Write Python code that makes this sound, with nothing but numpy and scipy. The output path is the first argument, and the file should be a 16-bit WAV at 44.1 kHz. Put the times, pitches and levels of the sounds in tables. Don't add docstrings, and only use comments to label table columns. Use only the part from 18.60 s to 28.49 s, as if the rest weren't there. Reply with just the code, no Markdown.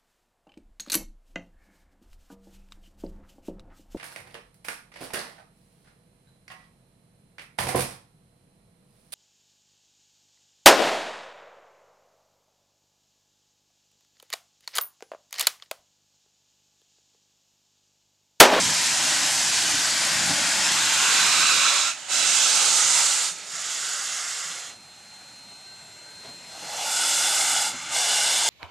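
import sys
import numpy as np
from scipy import signal
from scipy.fft import rfft, irfft
from scipy.io import wavfile
from scipy.ndimage import uniform_filter1d

SR = 44100
rng = np.random.default_rng(int(sys.argv[2]) if len(sys.argv) > 2 else 0)


def output_pcm(signal):
    pcm = np.clip(np.atleast_2d(signal).T, -1, 1) * 32767
    wavfile.write(sys.argv[1], SR, np.round(pcm).astype(np.int16))


def linear_from_db(decibels):
    return 10 ** (np.asarray(decibels, float) / 20)


N = 436149
SIZE, HOP = 1024, 256


def evened(x):
    return x / np.sqrt(np.mean(x ** 2) + 1e-20)


def read(points, hz):
    f, value = np.transpose(points)
    return np.interp(np.log(hz + 1), np.log(f + 1), value)


def curve(rows, t, column):
    rows = np.array(rows)
    return np.interp(t, rows[:, 0], rows[:, column])


def swells(rows, t):
    return sum(linear_from_db(2 * db) * np.exp(-((t - s) / length) ** 2) for s, db, length in rows)


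def bump(hz, centre_hz, width_hz, db):
    return linear_from_db(2 * db / (1 + ((hz - centre_hz) / width_hz) ** 2))


def eddies(shape, frames_count, bins_count):
    field = uniform_filter1d(rng.standard_normal(shape), frames_count, 0)
    return evened(uniform_filter1d(field, bins_count, 1))


def tone(hz):
    return np.sqrt(2) * np.sin(2 * np.pi * np.cumsum(hz) / SR)


def noise(gain, same, pan_db):
    a, b, c, d = rng.standard_normal((4,) + gain.shape)
    same = np.clip(same, 0, 1)
    side = linear_from_db(pan_db / 2)
    left = a + 1j * b
    right = same * left + np.sqrt(1 - same ** 2) * (c + 1j * d)
    gain = gain * 2 / np.sqrt(side ** 2 + side ** -2 + 2 * same)
    z = np.array([gain * side * left, gain / side * right])
    return signal.istft(z.transpose(0, 2, 1), nperseg=SIZE, noverlap=SIZE - HOP)[1][:, :N]


# time_s, nearness_db, left_right_db
PASS = [(0, 0, -.3), (1.1, 0, -.2), (1.6, -1, 1), (2.05, -.5, .3), (2.3, 0, -1), (2.73, 2.5, -4),
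        (3.2, 1.5, -4.8), (3.6, 0, -5.3), (4.38, 2.5, -4), (5.02, -1.5, -3.3), (5.12, .3, -3.2),
        (6.2, 0, -2.5), (7.0, 0, -.5), (7.8, 0, 1), (8.1, 0, -1), (9.89, 0, -.5)]
# time_s, hiss_db, fire_roar_db
LEAKS = [(3.4, -42, -66), (4.74, -39.5, -66), (4.83, -41.5, -67), (5.9, -52, -70), (6.17, -56, -64),
         (6.5, -53.5, -69), (7.04, -55, -67), (7.6, -52.5, -65), (7.88, -53, -62), (9.2, -38.5, -59),
         (9.7, -38.5, -65)]
# time_s, roar_db
CLOUD_ROAR = [(0, -46), (1.4, -46), (1.8, -44), (2.3, -47.5), (2.8, -48), (3.2, -56), (3.7, -56),
              (4.45, -54), (4.6, -68), (6.0, -72), (8.2, -55), (8.45, -64), (9.5, -59), (9.89, -62)]
# centre_s, roar_db, length_s
GUSTS = [(.06, -39, .06), (1.1, -47, .04), (1.65, -43, .06), (7.8, -62, .15), (9.14, -51, .04),
         (9.28, -54, .05)]
# freq_hz, density_db_per_hz
ROAR = [(15, -50), (25, -25), (97, -8), (162, -1), (194, -1.5), (247, -2), (289, 1), (380, -9), (490, -39),
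        (840, -120)]
# freq_hz, share
AIM = [(500, 0.031), (1200, .25), (2200, 0.82), (7200, 1.23), (9500, 0.87), (13000, 0.0051)]
SWAY_DB = .3


def steam():
    t = np.arange(N // HOP + 5) * HOP / SR
    hz = np.fft.rfftfreq(SIZE, 1 / SR)
    power, body_db, fizz_db = jets(t, hz)
    blast, opening, slack_db = valves(t)
    dulling = .35
    body_db = body_db - dulling * slack_db[:, None]

    sway_db = SWAY_DB * eddies((len(t), 1), frames_count=14, bins_count=1)[:, 0]
    flow = blast * linear_from_db(2 * curve(PASS, t, column=1) + 2 * sway_db)
    flow = flow + linear_from_db(2 * curve(LEAKS, t, column=1))
    low = opening * linear_from_db(2 * curve(CLOUD_ROAR, t, column=1))
    low = low + linear_from_db(2 * curve(LEAKS, t, column=2)) + swells(GUSTS, t)

    power = balanced(surroundings(power, t, hz), body_db, fizz_db, hz)
    roar = linear_from_db(2 * read(ROAR, hz))
    roar = roar / roar[(hz > 60) & (hz < 330)].sum()
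    power = power + roar * (low / flow)[:, None]

    ripples_db = 2.3 * eddies(power.shape, frames_count=60, bins_count=2) / (1 + hz / 6000)
    billows_db = 0.7 * eddies(power.shape, frames_count=16, bins_count=12)
    flutter_db = 0.84 * eddies(power.shape, frames_count=2, bins_count=200) * (hz / 9000) ** 2
    gain = np.sqrt(power) * linear_from_db(ripples_db + billows_db + flutter_db)
    pan_db = curve(PASS, t, column=2)[:, None] * read(AIM, hz)
    hiss = noise(gain, likeness(t, hz), pan_db)
    hiss = hiss * np.sqrt(power.sum(1).mean() / np.mean(hiss.mean(0) ** 2))
    return hiss * np.interp(np.arange(N) / SR, t, np.sqrt(flow))


# freq_hz, density_db_per_hz
CLOUD = [(330, -14.5), (450, -18.5), (650, -4), (900, -0.3), (1150, -5.5), (1500, -1.5), (2200, -0.1),
         (3200, -2), (4500, -2.3), (5800, -2), (7200, -1.2), (8500, -5.5), (10000, -12.5), (12500, -22)]
NEARING = [(330, -12), (450, -15), (650, -2.5), (900, -5), (1150, -9), (1500, -1.7), (2200, -2.6),
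           (3200, -1.9), (4500, -3.5), (5800, -4.1), (7200, -1.5), (8500, -6.7), (10000, -16), (12500, -24)]
NEAR = [(330, -18.9), (450, -15), (650, -6), (900, -6.5), (1150, -6), (1500, -5), (2200, -2.5), (3200, -3),
        (4500, -4.5), (5800, -5), (7200, -2.5), (8500, -8.5), (10000, -19.3), (12500, -26)]
SHARP = [(330, -13.5), (450, -16), (650, -11), (900, -9.5), (1150, -12.5), (1500, -6.5), (2200, -6.6),
         (3200, -3), (4500, -2), (5800, -0.5), (7200, 1.5), (8500, -3.5), (10000, -16.1), (12500, -23.5)]
SHARPER = [(330, -13.5), (450, -18), (650, -18.3), (900, -9), (1150, -8.7), (1500, -8.6), (2200, -8.5),
           (3200, -6), (4500, -5.5), (5800, -5), (7200, -0.3), (8500, -5.5), (10000, -14.4), (12500, -27)]
WEAK = [(330, -18), (450, -15), (650, -12), (900, -6), (1150, -5.5), (1500, -6.5), (2200, -6), (3200, -5),
        (4500, -5.5), (5800, -4.5), (7200, 0), (8500, -8.5), (10000, -13.9), (12500, -25.3)]
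LEAK = [(330, -5.5), (450, -3.5), (650, -1.5), (900, 2), (1150, -4), (1500, -2.8), (2200, -1), (3200, -2.5),
        (4500, -1), (5800, -2), (7200, 2), (8500, -4.5), (10000, -12.5), (12500, -22)]
RISING = [(190, -51), (330, -20), (847, -0.5), (1020, -11), (1400, -10), (1870, -12.5), (2770, -10),
          (3760, -9.5), (4060, -9), (6800, -7), (12500, -18), (16200, -56), (22000, -120)]
FRONT = [(330, -5.5), (450, -14.5), (650, -11), (900, 0), (1150, -8.5), (1500, -4.5), (2200, -6.5),
         (3200, -3.5), (4500, -3.5), (5800, -6), (7200, -2.2), (8500, -4), (10000, -14), (12500, -21.5)]
LAST = [(330, -7.5), (450, -17.5), (650, -9), (900, -2), (1150, -11.4), (1500, -7), (2200, -8.5),
        (3200, -3.5), (4500, -2), (5800, -3.5), (7200, -2.5), (8500, -3.5), (10000, -10), (12500, -20.5)]
# ground_ms, ground_share, body_ms, body_share, fade_hz
IN_CLOUD = (2.58, .06, .62, .17, 3190)
LOW_DRAIN, LOW_DRAIN_NEAR = (.78, .57, .92, .1, 2150), (.77, .64, 1.5, .21, 3120)
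HIGH_DRAIN, HIGH_DRAIN_NEAR = (1.48, .32, .78, .32, 3020), (1.42, .51, .69, .02, 1710)
FAR_DRAIN, LEAK_SIDE = (.59, .45, 1.44, .35, 2700), (1.42, .27, .72, .23, 1900)
AHEAD_RISING, AHEAD = (1.43, .3, 1.74, .1, 4500), (1.43, .63, 1.74, .11, 3600)
LEAK_AHEAD, AHEAD_LAST = (1.43, .45, 1.74, .1, 3000), (1.42, .55, 1.74, .21, 4600)
# takeover_s, over_s, colour, echoes, body_db, fizz_db (both over the hiss)
TURNS = [(-1, .1, CLOUD, IN_CLOUD, -4.2, -12), (1.4, .3, CLOUD, IN_CLOUD, -2, -12.5),
         (2.2, .4, NEARING, LOW_DRAIN, -1, -12), (2.75, .3, NEAR, LOW_DRAIN_NEAR, .2, -14.5),
         (3.15, .15, NEAR, LOW_DRAIN_NEAR, -1.3, -15.5), (3.36, .06, LEAK, LEAK_SIDE, -1.5, -17),
         (3.5, .04, SHARP, HIGH_DRAIN, -5.3, -16), (4.05, .4, SHARPER, HIGH_DRAIN_NEAR, -7.8, -15),
         (4.75, .06, LEAK, LEAK_SIDE, -3, -15), (4.88, .05, WEAK, FAR_DRAIN, -6.3, -14.5),
         (5.2, .08, WEAK, FAR_DRAIN, -5.3, -14), (6.13, .08, LEAK, LEAK_SIDE, .6, -8),
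         (7.9, .1, RISING, AHEAD_RISING, 0, -13), (8.27, .15, FRONT, AHEAD, -5, -9.5),
         (9.12, .05, WEAK, LEAK_AHEAD, 1.2, -14), (9.32, .05, LAST, AHEAD_LAST, -3.3, -11.5)]


def jets(t, hz):
    power = np.zeros((len(t), len(hz)))
    body_db, fizz_db = np.zeros((2, len(t), 1))
    share = [np.clip((t - s) / over + .5, 0, 1) for s, over, *_ in TURNS] + [0 * t]
    for k, (_, _, colour, paths, full_db, top_db) in enumerate(TURNS):
        ground_ms, ground, body_ms, body, fade_hz = paths
        loss = 1 / (1 + (hz / fade_hz) ** 2)
        echoes = ground * np.exp(-2e-3j * np.pi * hz * ground_ms)
        echoes = echoes + body * np.exp(-2e-3j * np.pi * hz * body_ms)
        comb = abs(1 + loss * echoes) ** 2
        jet = linear_from_db(2 * read(colour, hz)) * comb * np.clip((hz - 280) / 120, 0, 1)
        on = share[k] > share[k + 1]
        weight = (share[k] - share[k + 1])[on, None]
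        power[on] += weight * jet / jet[(hz > 4300) & (hz < 9000)].sum()
        body_db[on] += weight * full_db
        fizz_db[on] += weight * top_db
    return power, body_db, fizz_db


# half_open_s, rise_s, steam_db, half_shut_s, sag_db (before shutting)
BLASTS = [
    (-1, .02, -24.3, 3.305, -4),
    (3.512, .008, -21.6, 4.695, -6),
    (4.915, .018, -30.3, 6.125, -15),
    (8.29, .07, -22.7, 9.087, -4),
    (9.33, .011, -23.5, 12, -1),
]
FILL_DB, FILL_S = -4, .08
SHUT_S, SAG_S = .013, .2


def valves(t):
    power, opening, slack_db = np.zeros((3, len(t)))
    for start, rise, db, end, sag_db in BLASTS:
        opened = .5 + .5 * np.tanh((t - start) / rise / 2)
        opened = opened * (.5 - .5 * np.tanh((t - end) / SHUT_S / 2))
        lost_db = FILL_DB * np.exp(-np.maximum(t - start, 0) / FILL_S)
        lost_db = lost_db + sag_db * np.exp(np.minimum(t - end, 0) / SAG_S)
        power += opened * linear_from_db(2 * (db + lost_db))
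        opening += opened
        slack_db += opened * lost_db
    return power, opening, slack_db


# from_s, to_s, freq_hz, width_hz, gain_db
RINGS = [(2.28, 2.65, 1480, 45, 5), (2.65, 2.97, 1270, 35, 7), (2.97, 3.25, 1330, 35, 7.5),
         (3.25, 3.36, 1360, 40, 12), (3.1, 3.4, 1550, 120, -3), (3.1, 3.4, 2900, 200, -2.5),
         (6.3, 7.2, 1750, 130, -2), (1.69, 1.75, 800, 110, 4), (6.2, 7.7, 3000, 300, -1.5),
         (9.35, 10.2, 1050, 50, 3), (9.35, 10.2, 1250, 60, -4), (9.35, 10.2, 1560, 160, 3),
         (7.75, 8.2, 620, 80, -4), (7.75, 8.25, 1430, 80, -3.5), (4.0, 4.6, 730, 60, -3),
         (5.13, 5.18, 1500, 300, -3), (.65, .85, 700, 80, 4), (-1, .25, 600, 70, 5),
         (1.45, 1.75, 1100, 150, 2.5), (.65, 1, 3100, 500, 3), (9.1, 9.5, 2150, 200, 3),
         (2.7, 3.05, 2650, 150, 3.5), (3.2, 3.5, 410, 180, -5), (2.7, 3.36, 1140, 60, -3),
         (8.2, 9.89, 1900, 52, -3), (8.2, 8.9, 1210, 63, -2), (5.95, 6.2, 520, 200, 7),
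         (5.18, 5.7, 1500, 250, 3), (4.9, 5.9, 3550, 200, -2.5), (6.2, 8.1, 400, 100, 3),
         (2.5, 2.78, 4100, 160, 2), (2.78, 3.25, 3750, 120, 4), (2.85, 3.05, 2400, 100, 3),
         (3.7, 4.5, 900, 45, 2), (3.45, 4.75, 1350, 60, 4), (8.27, 9.35, 1460, 90, 6),
         (8.2, 9.89, 4300, 230, -4), (8.2, 9.6, 800, 90, 3), (8.2, 9.89, 2940, 80, 3),
         (8.2, 12, 3480, 72, 3), (8.8, 10.2, 2100, 50, 4), (1.55, 1.8, 167, 16, 6)]
# from_s, to_s, freq_hz, width_hz, gain_db
MORE_RINGS = [(2.7, 3.2, 4260, 90, 4), (2.7, 3.2, 3560, 80, 2), (2.7, 3.3, 1050, 60, 2),
              (2.8, 2.95, 1550, 50, 3), (4.76, 4.87, 500, 500, -4), (4.87, 4.93, 900, 800, 4),
              (4.69, 4.75, 1500, 700, 3), (5.4, 5.85, 2000, 1500, 1.5), (5.6, 5.9, 700, 250, 2.5),
              (9.05, 9.45, 1400, 300, 2), (9.45, 10.2, 700, 150, -2), (8.3, 9.05, 4600, 300, -1.5)]


def surroundings(power, t, hz):
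    power = power * bump(hz, 1002, 63, -1)
    for start, end, centre_hz, width_hz, db in RINGS + MORE_RINGS:
        power[(t > start) & (t < end)] *= bump(hz, centre_hz, width_hz, db)
    return power


def balanced(power, body_db, fizz_db, hz):
    body = linear_from_db(2 * body_db) / power[:, (hz > 500) & (hz < 3600)].sum(1, keepdims=True)
    fizz = linear_from_db(2 * fizz_db) / power[:, hz > 9500].sum(1, keepdims=True)
    below = np.clip((4600 - hz) / 1500, 0, 1)
    above = np.clip((hz - 8500) / 1500, 0, 1)
    return power * body ** below * fizz ** above


LIKENESS_HZ = (300, 650, 1050, 1400, 2200, 6000, 8300, 10000)
# time_s, share at each LIKENESS_HZ
LIKENESS = [(2.0, .78, .93, .94, .97, .93, .89, .94, 1), (2.4, .68, .72, .86, .94, .85, .79, .8, .9),
            (2.9, .68, .74, .86, .95, .85, .75, .52, .36), (3.9, .7, .74, .87, .94, .87, .78, .57, .38),
            (4.3, .72, .74, .9, .96, .9, .85, .72, .7), (4.7, .8, .8, .92, .97, .92, .9, .82, .8),
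            (5.0, .98, .92, .94, .975, .97, .99, .94, .82), (6.1, .975, .94, .95, .98, .96, .99, .96, .92),
            (6.3, .965, .95, .94, .94, .91, .96, .97, 1), (7.8, .97, .96, .95, .94, .91, .96, .98, 1),
            (8.1, .975, .98, .98, .99, .98, .97, .96, .99),
            (9.89, .975, .975, .985, .99, .99, .98, .975, .995)]


def likeness(t, hz):
    bands = np.array([read(list(zip(LIKENESS_HZ, one)), hz) for one in np.eye(len(LIKENESS_HZ))])
    columns = range(1, len(LIKENESS_HZ) + 1)
    same = np.transpose([curve(LIKENESS, t, column=k) for k in columns]) @ bands
    return np.minimum(same, np.interp(hz, (8000, 9600), (.985, 1)))


# centre_s, level_db, length_s
TURBINE = [(6.05, -53, .15), (6.5, -55, .1), (6.8, -52, .2), (7.1, -49, .13), (7.5, -51, .1),
           (7.7, -47.5, .11), (7.95, -48, .05), (8.08, -48, .06), (8.25, -48, .1), (9.25, -45, .3)]
# freq_hz, level_db
WHISTLES = [(985, -74.5), (1502, -72), (2099, -73), (2541, -74), (2686, -73), (3930, -72), (2428, -73),
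            (2601, -71), (4109, -73), (4215, -73), (4393, -71.5), (4509, -70.5), (5723, -69.5), (6705, -72),
            (7399, -73), (7466, -70.5), (7572, -72), (8324, -66.5), (8430, -76), (10930, -81), (11330, -83)]
# centre_s, level_db, length_s
SINGING = [(6.36, -63, .1), (7.27, -57, .16), (7.8, -58, .08), (8.2, -63, .3), (9.4, -63, .5)]
# centre_s, level_db, length_s
GEAR_SWELLS = [(6.3, -68, .2), (6.9, -62.5, .17), (7.25, -64.5, .13), (7.67, -61, .07), (7.9, -61.5, .2),
               (9.25, -58, .3)]
# centre_s, level_db, length_s
HUM = [(6.15, -75, .12), (6.62, -73, .08), (7.22, -71, .1), (7.6, -72, .12)]
# time_s, gain_db
STEAM_VEIL = [(2.5, -20), (3.4, -8), (5.5, -7), (6.05, 0), (8.1, 0), (8.45, -7), (9.89, -6)]
BLADE_HZ, BLADE_DB, BLADE_SWIM_DB = 4161.8, -55.5, 1.1
SINGING_HZ, SINGING_WAVER_HZ, SINGING_DB = 7515, 12, -74
SECOND_HZ, SECOND_DB = 3760, -72
HUM_HZ = (129.2, 158)
PORT_LAG = .3


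def whines():
    t = np.arange(N) / SR
    swim = eddies((N // HOP + 1, len(WHISTLES) + 2), frames_count=30, bins_count=1)
    swim = np.repeat(swim, HOP, 0)[:N].T
    quick = eddies((N // HOP + 1, 1), frames_count=8, bins_count=1)[:, 0]
    quick = np.interp(t, np.arange(len(quick)) * HOP / SR, quick)

    swell_db = 10 * np.log10(linear_from_db(2 * BLADE_DB) + swells(TURBINE, t))
    blades = linear_from_db(swell_db + BLADE_SWIM_DB * quick) * tone(np.full(N, BLADE_HZ))
    singing = np.sqrt(linear_from_db(2 * SINGING_DB) + swells(SINGING, t))
    out = singing * tone(SINGING_HZ + SINGING_WAVER_HZ * swim[-1])
    for (hz, db), drift in zip(WHISTLES, swim):
        line_db = db - .5 + 1.8 * drift + .6 * (swell_db + 51)
        out += linear_from_db(line_db) * np.sqrt(2) * np.sin(2 * np.pi * hz * t)
    second = np.sqrt(linear_from_db(2 * SECOND_DB) + swells(GEAR_SWELLS, t))
    out += second * linear_from_db(1.5 * swim[-2]) * tone(np.full(N, SECOND_HZ))
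    dynamo = tone(HUM_HZ[0] + 1.5 * swim[0]) + .6 * tone(HUM_HZ[1] + 3 * swim[1])
    out += np.sqrt(swells(HUM, t)) * dynamo

    late = PORT_LAG * np.roll(blades, 1) + (1 - PORT_LAG) * blades
    ports = np.array([blades * linear_from_db(1.3), late * linear_from_db(1.2)]) + out
    return ports * linear_from_db(curve(STEAM_VEIL, t, column=1))


# freq_hz, level_db, t60_s
BELL = [
    (1555, 2.5, 1.3),
    (657, -12, 2),
    (2428, -12, .8),
]
# start_s, level_db
STRIKES = [(7.055, -55.5), (7.45, -55.5), (7.89, -56)]


def bell():
    t, out = np.arange(N) / SR, np.zeros(N)
    for s, db in STRIKES:
        since = np.maximum(t - s, 0)
        onset = 1 - np.exp(-since / .012)
        for hz, mode_db, t60 in BELL:
            out += linear_from_db(db + mode_db - 60 * since / t60) * onset * np.sin(2 * np.pi * hz * since)
    return out


# centre_s, level_db, length_s, top_hz
PUFFS = [(.09, -40, .09, 500), (1.14, -50, 0.03, 500), (1.65, -43, .12, 250), (1.71, -36, .08, 3000),
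         (7.7, -54, .2, 900), (7.67, -48, .16, 5000), (7.73, -56, .1, 900), (6.62, -57, .08, 1500),
         (6.92, -58, .06, 1200), (8.04, -46, .07, 1000), (9.13, -47, .08, 900)]


def puffs():
    out = np.zeros(N)
    burst = rng.standard_normal((len(PUFFS), SR // 2))
    for (s, db, length, top_hz), air in zip(PUFFS, burst):
        band = signal.butter(2, [110, top_hz], "band", fs=SR, output="sos")
        dull = signal.sosfilt(band, air)
        n = int(length * SR)
        at = max(int(s * SR) - n // 2, 0)
        out[at:at + n] += linear_from_db(db) * evened(dull[-n:]) * np.hanning(n)
    return out


# start_s, peak_db, freq_hz, t60_s
KNOCKS = [(1.137, -31, 130, .05), (1.138, -33, 280, .06), (1.69, -38, 167, .15), (1.698, -30, 290, .12),
          (1.695, -30, 800, .1), (4.715, -50, 170, .12), (4.93, -51, 170, .1), (5.85, -53, 160, .12),
          (5.895, -54, 180, .1), (9.14, -44, 250, .12), (7.565, -53, 170, .12), (7.645, -47, 410, .1),
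          (7.645, -45, 655, .12), (7.675, -47, 690, .1), (7.675, -54, 130, .15), (7.68, -49, 255, .12)]
KNOCK_RISE_S = .005


def knocks():
    out = np.zeros(N)
    t = np.arange(SR // 4) / SR
    onset = 1 - np.exp(-t / KNOCK_RISE_S)
    for s, db, hz, t60 in KNOCKS:
        at = int(s * SR)
        out[at:at + len(t)] += linear_from_db(db - 60 * t / t60) * onset * np.sin(-2 * np.pi * hz * t) * 2
    return out


# freq_hz, density_db_per_hz
RUMBLE = [(15, -50), (25, -20), (49, -10), (118, -2), (210, -2), (250, -14), (320, -41), (550, -120)]
# time_s, level_db
RUMBLE_DB = [(5.9, -70), (6.2, -65), (8.9, -66), (9.1, -62), (9.7, -63), (9.89, -70)]


def rumble():
    hz = np.fft.rfftfreq(N, 1 / SR)
    low = irfft(rfft(rng.standard_normal(N)) * linear_from_db(read(RUMBLE, hz)), N)
    return linear_from_db(curve(RUMBLE_DB, np.arange(N) / SR, column=1)) * evened(low)


def scene():
    return steam() + puffs() + knocks() + whines() + bell() + rumble()


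def roll_off(x):
    return signal.sosfilt(signal.butter(12, 13670, fs=SR, output="sos"), x)


def record(dry):
    rounded = np.tanh(dry / .75) * .76
    edge = signal.firwin(1023, 12690, window=("kaiser", 9), fs=SR)
    narrow = signal.oaconvolve(rounded, edge[None], "same")
    return roll_off(narrow)


dry = scene()
out = record(dry)
output_pcm(out)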